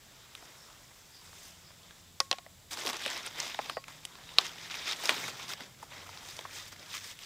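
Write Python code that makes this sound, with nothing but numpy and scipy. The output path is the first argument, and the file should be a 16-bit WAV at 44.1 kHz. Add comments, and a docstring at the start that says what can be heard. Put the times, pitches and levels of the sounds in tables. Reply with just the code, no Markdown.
"""A wood fire burns under a clay pot outdoors: shaped noise makes a soft open-air hiss, and far off an engine drones as
multiples of its turning rate over a rumble. Uneven embers crackle as random narrow-band grains, with a few weak pops;
far birds chirp, and one low soft gurgle sounds, as gliding sines blurred by noise. Just after 2 s bursting sap pops
hard and rings the pot's modes; dense swells of crackle follow from 2.7 s, with more chirps near 4 s. The loudest pop,
a decaying filtered noise burst, comes near 4.4 s and the strongest crackle near 5 s; the fire stays uneven to the end."""
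import sys
import numpy as np
from scipy import signal
from scipy.fft import rfft, irfft
from scipy.io import wavfile

SR = 44100
rng = np.random.default_rng(int(sys.argv[2]) if len(sys.argv) > 2 else 0)


def dump(signal):
    """Clip the signal to [-1, 1] and save it as 16-bit WAV at the path in sys.argv[1]."""
    limited = np.clip(np.atleast_2d(signal).T, -1, 1)
    pcm = np.round(limited * 32767).astype(np.int16)
    wavfile.write(sys.argv[1], SR, pcm)


N = 319989


def from_db(db):
    """Level definition: an amplitude ratio is 10 to the power of dB / 20."""
    return 10 ** (np.asarray(db) / 20)


def rms_one(x):
    """Normalization: divides x by its root mean square."""
    return x / np.sqrt(np.mean(x ** 2) + 1e-20)


def in_time(rows):
    """Linear interpolation: the columns of a curve table, one value a sample."""
    s, *columns = np.transpose(rows)
    return [np.interp(np.arange(N) / SR, s, column) for column in columns]


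def coloured(x, spectrum):
    """Spectral shaping: weights the Fourier components of x by a (f/Hz, level/dB per Hz) curve; rms 1."""
    hz, level_db = np.transpose(spectrum)
    log_grid = np.log(np.arange(N // 2 + 1) * SR / N + 1)
    gain = from_db(np.interp(log_grid, np.log(hz), level_db))
    return rms_one(irfft(rfft(x) * gain, N))


def drift(rate_hz):
    """Low-passed noise as slow chance: two equal poles at rate_hz, one draw every 20 samples; spread 1."""
    r = np.exp(-2 * np.pi * rate_hz * 20 / SR)
    white = rng.standard_normal(N // 20 + 2002)
    slow = signal.lfilter([1], [1, -2 * r, r * r], white)[2000:]   # past the settling of the filter
    return np.interp(np.arange(N) / 20, np.arange(len(slow)), rms_one(slow))


def resonance(x, hz, width_hz):
    """Damped resonance: a two-pole band-pass with gain 1 on top."""
    r = np.exp(-np.pi * width_hz / SR)
    feedback = [1, -2 * r * np.cos(2 * np.pi * hz / SR), r * r]
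    return signal.lfilter([(1 - r * r) / 2, 0, (r * r - 1) / 2], feedback, x)


def narrow(x, hz, width_share):
    """Cascaded resonance: two passes give steep flanks; rms 1."""
    once = resonance(x, hz, width_share * hz)
    return rms_one(resonance(once, hz, width_share * hz))


def ring(clicks, hz, t60):
    """Impulse response of one mode: a unit click sets off a decaying sine of initial height 1."""
    r, w = from_db(-60 / (t60 * SR)), 2 * np.pi * hz / SR
    return signal.lfilter([0, np.sin(w)], [1, -2 * r * np.cos(w), r * r], clicks + 1e-18)


def open_air():
    """Broadband turbulence: white noise shaped into open-air hiss and flame rumble."""
    # relative spectrum of hiss and rumble: f/Hz, level/dB per Hz
    air_spectrum = [(15, -36), (32, 3), (134, 2), (451, -11.5), (677, -5.5), (734, -12), (2410, -15),
                    (3340, -7.5), (4370, -9), (5140, -9), (6210, -10.5), (7710, -5.5), (8590, -16),
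                    (14800, -19), (16000, -8.5)]
    level_db = -58.5
    return from_db(level_db) * coloured(rng.standard_normal(N), air_spectrum)


def engine():
    """Harmonic series of a rotating source: its multiples come and go and waver in the air, over a dull rumble."""
    # turning rate and rumble of the far engine: t/s, f/Hz (turns per s), rumble level/dB
    turning = [(0, 43.6, -70), (1.1, 43.6, -101), (1.3, 43.7, -71), (3.1, 43.4, -64.5), (3.35, 36.5, -64),
               (3.9, 36.5, -69), (4.1, 41, -67), (5.05, 42, -68), (5.3, 44, -59.5), (5.9, 46.5, -64.5),
               (7.26, 48, -67)]
    # spells in which one multiple carries: start t/s, length t/s, mid level/dB, multiple of the turning rate
    spells = [(-.3, 1.4, -70, 3), (1.146, 1.1, -66, 2), (1.144, 0.71, -77, 3), (1.19, 1, -68, 4),
              (2.3, 0.57, -68, 2), (3.25, 2.17, -65, 4), (3.9, 1.1, -78.5, 2), (5.15, 1.3, -66.5, 3),
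              (5.9, 1.27, -65, 2), (6.7, .9, -71, 4)]
    spell_edge_s = 0.096
    hz, rumble_db = in_time(turning)
    t = np.arange(N) / SR
    phase = 2 * np.pi * np.cumsum(hz * (1 + 0.0052 * drift(3.1))) / SR
    tones = 0
    for s, length, level_db, multiple in spells:
        gate = np.clip(np.minimum(t - s, s + length - t) / spell_edge_s, 0, 1)
        wavering = from_db(level_db + 2.6 * drift(5.3))
        tones = tones + gate * wavering * np.sin(round(multiple) * phase)
    rumble = narrow(rng.standard_normal(N), 106, 1.15)
    return tones + from_db(rumble_db) * rumble


def birds_and_gurgle():
    """Amplitude modulation by noise: gliding sines, birds blurred by distance and leaves, and one low soft gurgle."""
    # far chirps of birds; first row a low, soft gurgle near 1.1 kHz:
    # start t/s, length t/s, first f/Hz, last f/Hz, level/dB before the blur
    glides = [(.65, .12, 1100, 1200, -57), (0.548, 0.15, 5260, 5460, -58), (1.1, 0.14, 4950, 4760, -56),
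              (1.441, 0.14, 2900, 3100, -60), (1.606, 0.14, 4950, 5130, -59), (1.755, 0.2, 3390, 3450, -61),
              (3.582, 0.12, 3550, 3440, -52), (3.67, 0.15, 5050, 4600, -50), (4.2, 0.23, 3740, 3600, -52)]
    blur_rate_hz = 280
    out = np.zeros(N)
    blur = drift(blur_rate_hz)
    for s, length, first_hz, last_hz, level_db in glides:
        at, count = round(s * SR), round(length * SR)
        phase = 2 * np.pi * np.cumsum(np.linspace(first_hz, last_hz, count)) / SR
        tone = np.sqrt(np.hanning(count)) * np.sin(phase)
        out[at:at + count] += from_db(level_db) * tone * blur[at:at + count]
    return out


def pot():
    """Modal excitation: a few blows reach the clay and leave its modes ringing."""
    # blows on the pot, to which each mode adds its own level: t/s, level/dB
    pot_blows = [(2.205, -52), (2.314, -52), (2.328, -64), (3.774, -58)]
    # modes of the clay: f/Hz, level/dB against the blow, decay by 60 dB t/s
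    pot_modes = [(540, 14.5, 0.081), (1090, 4, 0.34), (1097, 21, 0.046), (1900, 18.5, 0.047)]
    s, blow_db = np.transpose(pot_blows)
    blows = np.zeros(N)
    blows[np.round(s * SR).astype(int)] = from_db(blow_db)
    return sum(from_db(level_db) * ring(blows, hz, t60) for hz, level_db, t60 in pot_modes)


def embers_flares_and_tails():
    """Power addition of incoherent sources: embers, flares and pop tails sum to level, coarse and fine share in dB."""
    # uneven simmer of the embers, rising and sinking under the flares: t/s, level/dB
    ember_curve = [(0, -62.5), (.12, -58.5), (.98, -62.5), (1.9, -59.5), (2.17, -65.5), (2.69, -64.5),
                   (2.73, -48.5), (3.25, -50.5), (3.84, -61.5), (4.3, -53), (4.8, -50), (5.3, -46),
                   (5.77, -61.5), (6.13, -50), (6.5, -53.5), (6.78, -60.5), (7.26, -76)]
    # flares of crackle; the two rows just after 2.2 s are dying tails of hard pops:
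    # top reached t/s, held t/s, level/dB, rise and fade t/s over 20 dB (at least 0.005 s),
    # coarse wood level/dB, fine ash level/dB, both against the row's level
    swell_rows = [(.36, .1, -59, 0.11, 1.4, 5.5, 8), (1.42, 0.052, -57, 0.54, 0.18, 0, 13),
                  (2.208, .005, -53, .005, 0.1, -8, 11), (2.335, 0.0045, -48.5, .005, 0.061, -6, -5),
                  (2.711, 0.023, -43, 0.0055, 0.034, -2, 11), (2.776, .06, -45, 0.025, .05, 5, 5.5),
                  (2.862, 0.043, -41.5, 0.053, 0.025, 8, 7.5), (2.935, 0.025, -41, 0.012, 0.036, 3, -2),
                  (2.995, .06, -42.5, .05, 0.042, -12, -1), (3.09, 0.1, -39, 0.2, 0.056, -2.5, -2),
                  (3.265, 0.0081, -40, .05, 0.03, -1.5, -1), (3.385, 0.089, -38.5, 0.068, 0.2, -2.5, -1),
                  (3.62, 0.1, -45.5, 0.044, 0.059, -0.5, 0.5), (3.885, 0.015, -51.5, 0.021, 0.22, 3.5, 4),
                  (4.4, 0.017, -38.5, 0.043, 0.053, -0.5, -2),
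                  (4.449, 0.0055, -37, 0.025, 0.075, -5.5, -0.5),
                  (4.65, 0.024, -45.5, 0.24, 0.025, -13, -2), (4.711, 0.11, -41, 0.015, 0.16, -7, -3),
                  (4.872, 0.061, -33, 0.027, 0.017, -7.5, -3), (5.05, 0.016, -37.5, 0.12, 0.075, -0.5, 5),
                  (5.098, 0.01, -32.5, 0.034, 0.15, 2.5, 0.5), (5.22, 0.082, -41, 0.19, 0.022, -1, 3.5),
                  (5.39, 0.051, -44.5, 0.038, 0.079, -2, -0.5), (5.495, 0.042, -40, 0.031, 0.013, -2.5, 4),
                  (5.61, 0.028, -46, .06, 0.062, 2.5, -4), (5.83, 0.0085, -58, 0.036, 0.027, 13, 11),
                  (5.92, 0.11, -49, 0.027, 0.023, 2, -5), (6.3, 0.011, -50, 0.17, 0.3, -19, 9.5),
                  (6.56, 0.02, -43, 0.093, 0.16, -4.5, 5.5), (6.68, 0.0053, -50.5, .03, 0.021, -4, 11),
                  (6.724, 0.0091, -47.5, 0.016, 0.019, -1.5, 5), (6.8, .01, -52, 0.055, 0.3, 3.5, 0),
                  (6.937, 0.035, -41.5, 0.11, 0.089, -9.5, 3.5), (7.04, 0.079, -47, 0.065, 0.053, -5, 7),
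                  (7.23, 0.041, -48, .12, .1, -7, 4)]
    ember_coarse_db, ember_fine_db = 2.5, 2.5   # against the ember level
    t = np.arange(0, N, 32) / SR
    level = from_db(np.interp(t, *np.transpose(ember_curve))) ** 2   # powers from here on
    coarse, fine = level * from_db(2 * ember_coarse_db), level * from_db(2 * ember_fine_db)
    for s, held, top_db, rise, fade, coarse_db, fine_db in swell_rows:
        before = np.maximum((s - t) / max(rise, .005), 0)
        after = np.maximum((t - s - held) / max(fade, .005), 0)
        power = from_db(top_db - 20 * (before + after)) ** 2
        level = level + power
        coarse = coarse + power * from_db(2 * coarse_db)
        fine = fine + power * from_db(2 * fine_db)
    curves_db = 10 * np.log10([level, coarse / level, fine / level])
    return in_time(np.transpose([t, *curves_db]))


def crackle():
    """Random impulse process: tiny fibres snap in clumps, each grain strongest in one narrow band for a few cycles."""
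    # relative spectrum of the whole crackle: f/Hz, level/dB per Hz
    crackle_spectrum = [(120, -39), (200, -8), (366, -3.5), (424, -5), (968, -1), (1500, -1.5), (2130, 0.5),
                        (2800, -2.5), (3690, 1.5), (4200, -5), (5040, -2.5), (6170, -6.5), (11700, -24),
                        (14600, -19), (16000, -22.5)]
    grains_per_s, grain_spread_db, clump_db = 2000, 4.5, 4
    calm_db, fierce_db, calm_share = -65, -44, 0.62   # quiet embers snap more evenly than fierce flares
    level_db, coarse_db, fine_db = embers_flares_and_tails()
    uneven = np.interp(level_db, [calm_db, fierce_db], [calm_share, 1])
    size_db = uneven * grain_spread_db * np.minimum(rng.exponential(1, N), 3.2)
    sizes = from_db(size_db) * rng.choice([-1, 1], N)
    struck = rng.random(N) < grains_per_s / SR
    grains = sizes * struck * from_db(uneven * clump_db * drift(102))
    pitches, dealt = np.geomspace(220, 15000, 20), rng.integers(0, 20, N)
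    out = np.zeros(N)
    for k, hz in enumerate(pitches):
        steam = 0.25 * rng.standard_normal(N)
        own = grains * (dealt == k) + 0.29 * grains + steam   # part of each snap is broad
        coarse_share = np.clip(np.log2(2500 / hz) / 1.7, 0, 1)
        fine_share = np.clip(np.log2(hz / 4000), 0, 1)
        share_db = coarse_db * coarse_share + fine_db * fine_share
        flicker = from_db(share_db + 2.26 * drift(32))
        out += narrow(own, hz, 0.41) * np.sqrt(hz) * (-1) ** k * flicker   # sqrt(hz): even power per Hz
    return from_db(level_db + 0.5) * coloured(out, crackle_spectrum)


def pops():
    """Impulsive gas release: a burst dies through high snap, low wooden body and bright edge; stones scatter a tail."""
    # single pops: t/s, peak level/dB, snap f/Hz, body f/Hz, body level/dB and bright edge level/dB against the snap
    pop_rows = [(0.351, -28.5, 3400, 1300, -11, -9), (0.425, -42, 5140, 740, 10, -16),
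                (1.3299, -41.5, 3630, 1040, 7, -12), (1.705, -46, 3000, 800, 10, -15),
                (1.9084, -37, 3280, 1360, 2, -13), (2.2026, -7.5, 5200, 1120, -7, -13),
                (2.3132, -8, 3580, 730, -11, -35), (2.3279, -16.5, 2700, 710, -5, -26),
                (2.3848, -28.5, 3050, 700, -1, -36), (2.464, -37.5, 1820, 680, 0.5, -23),
                (2.7318, -26.5, 1990, 1520, -6, -2), (2.773, -24, 3650, 1140, -1.5, -8),
                (2.7894, -25, 3970, 1290, -3, -17), (2.851, -30.5, 3480, 400, 3, -6),
                (2.8628, -18.5, 5460, 840, -29, -9), (2.8707, -17, 3100, 870, -9, -30),
                (2.8773, -20, 5430, 764, -17, -15), (2.891, -21, 3000, 920, -11, -6),
                (2.8985, -21, 3340, 1090, -2, -14), (2.931, -23, 3540, 1200, -21, -7),
                (2.9447, -27, 2240, 1490, -8, -17), (2.968, -26.5, 5940, 1500, -17, -8),
                (3.052, -23, 3010, 780, -16, -15), (3.0617, -14, 2330, 460, -5, -9.5),
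                (3.0785, -24, 2870, 690, -23, -13), (3.177, -31, 4500, 1200, -15, -4),
                (3.2638, -26.5, 3490, 1520, 4, 9), (3.4016, -15.5, 6100, 1250, -34, -28),
                (3.5903, -20, 1960, 744, 10, -30), (3.697, -18, 3300, 1190, 1.5, -10),
                (3.7695, -24.5, 1770, 706, 12, -26), (3.8402, -37, 2440, 1500, -21, -18),
                (3.882, -30, 2200, 1040, 0, -6), (4.0518, -19.5, 3000, 800, -21, -2),
                (4.1543, -35, 3380, 1080, -2, -26), (4.2374, -38, 3440, 650, -9, -30),
                (4.291, -32, 3120, 1500, -25, -17), (4.385, 1, 3460, 1110, -12.5, -22.5),
                (4.6996, -31, 3000, 1450, -20, -27), (4.713, -26, 3360, 1500, -29, -25),
                (4.742, -26, 2100, 1420, -27, -18), (5.0556, -17, 6100, 1160, -20, -9),
                (5.074, -23, 5000, 1320, -23, -15), (5.0931, -3.5, 2260, 920, -8, -16),
                (5.8278, -34.5, 2220, 750, 20, 5), (6.092, -36.5, 1810, 1040, 9, -23),
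                (6.174, -31, 3500, 1500, -28, -19), (6.3669, -31.5, 5860, 410, -14, -6),
                (6.3905, -24.5, 3440, 700, -2, -20), (6.4518, -30, 2040, 1010, 21, -19),
                (6.7621, -40, 2030, 1390, -10, -15), (6.796, -40, 4770, 690, -15, -23),
                (6.861, -38, 4700, 1280, -10, -13), (6.9405, -24.5, 3540, 1280, -4, -20),
                (7.19, -31.5, 3130, 1040, -23, -7)]
    snap_width_share, body_width_share, broad_db = 0.4, 0.47, -12.5
    snap_t60_s, body_t60_s = .013, 0.034   # the wooden body outlasts the snap
    tail_db, tail_t60_s, attack_s = -20, 0.044, 0.00031
    burst_db, crack_at = 13, 10   # first crack over the splintering; samples after the first splinter
    size = SR // 8
    t = np.arange(size) / SR
    bursts, tails = rng.standard_normal((2, len(pop_rows), size))
    middle = signal.butter(3, [300, 6100], "band", fs=SR, output="sos")
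    upper = signal.butter(2, [800, 6100], "band", fs=SR, output="sos")
    dull = signal.butter(2, 2800, fs=SR, output="sos")
    top = signal.butter(2, [5800, 10000], "band", fs=SR, output="sos")
    out = np.zeros(N + size)
    for (s, peak_db, snap_hz, body_hz, body_db, edge_db), burst, tail in zip(pop_rows, bursts, tails):
        puff = burst * from_db(-60 * t / snap_t60_s) + tail * from_db(tail_db - 60 * t / tail_t60_s)
        puff *= 1 - np.exp(-t / attack_s)
        puff[crack_at] = from_db(burst_db)
        broad = rms_one(signal.sosfilt(upper, puff))
        snap = rms_one(resonance(broad, snap_hz, snap_width_share * snap_hz)) + from_db(broad_db) * broad
        knock = burst * from_db(-60 * t / body_t60_s)
        knock[0] = from_db(burst_db)
        wood = resonance(signal.sosfilt(middle, knock), body_hz, body_width_share * body_hz)
        body = signal.sosfilt(dull, wood)
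        edge = signal.sosfilt(top, puff)
        pop = rms_one(snap) + from_db(body_db) * rms_one(body) + from_db(edge_db) * rms_one(edge)
        at = round(s * SR)
        out[at:at + size] += from_db(peak_db) * pop / np.max(np.abs(pop))
    return out[:N]


def scene():
    """Superposition: all sources add and reach two closely spaced microphones alike."""
    total = open_air() + engine() + birds_and_gurgle() + pot() + crackle() + pops()
    return np.tile(total, (2, 1))


def record(dry):
    """Independent self-noise and limiting: each microphone hisses, the loudest pop clips, the top is cut."""
    # relative spectrum of each microphone's own noise: f/Hz, level/dB per Hz
    noise_spectrum = [(15, -41), (25, 9.5), (212, 0), (439, -0.5), (1020, -8.5), (5000, -20), (10100, -7.5),
                      (16000, -6)]
    noise_db, cutoff_hz = -64.5, 16700   # from the cutoff up, 85 dB down
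    hiss = [coloured(white, noise_spectrum) for white in rng.standard_normal((2, N))]
    wet = np.clip(dry + from_db(noise_db) * np.array(hiss), -1, 1)
    return signal.sosfilt(signal.cheby2(14, 85, cutoff_hz, fs=SR, output="sos"), wet)


dry = scene()
out = record(dry)
dump(out)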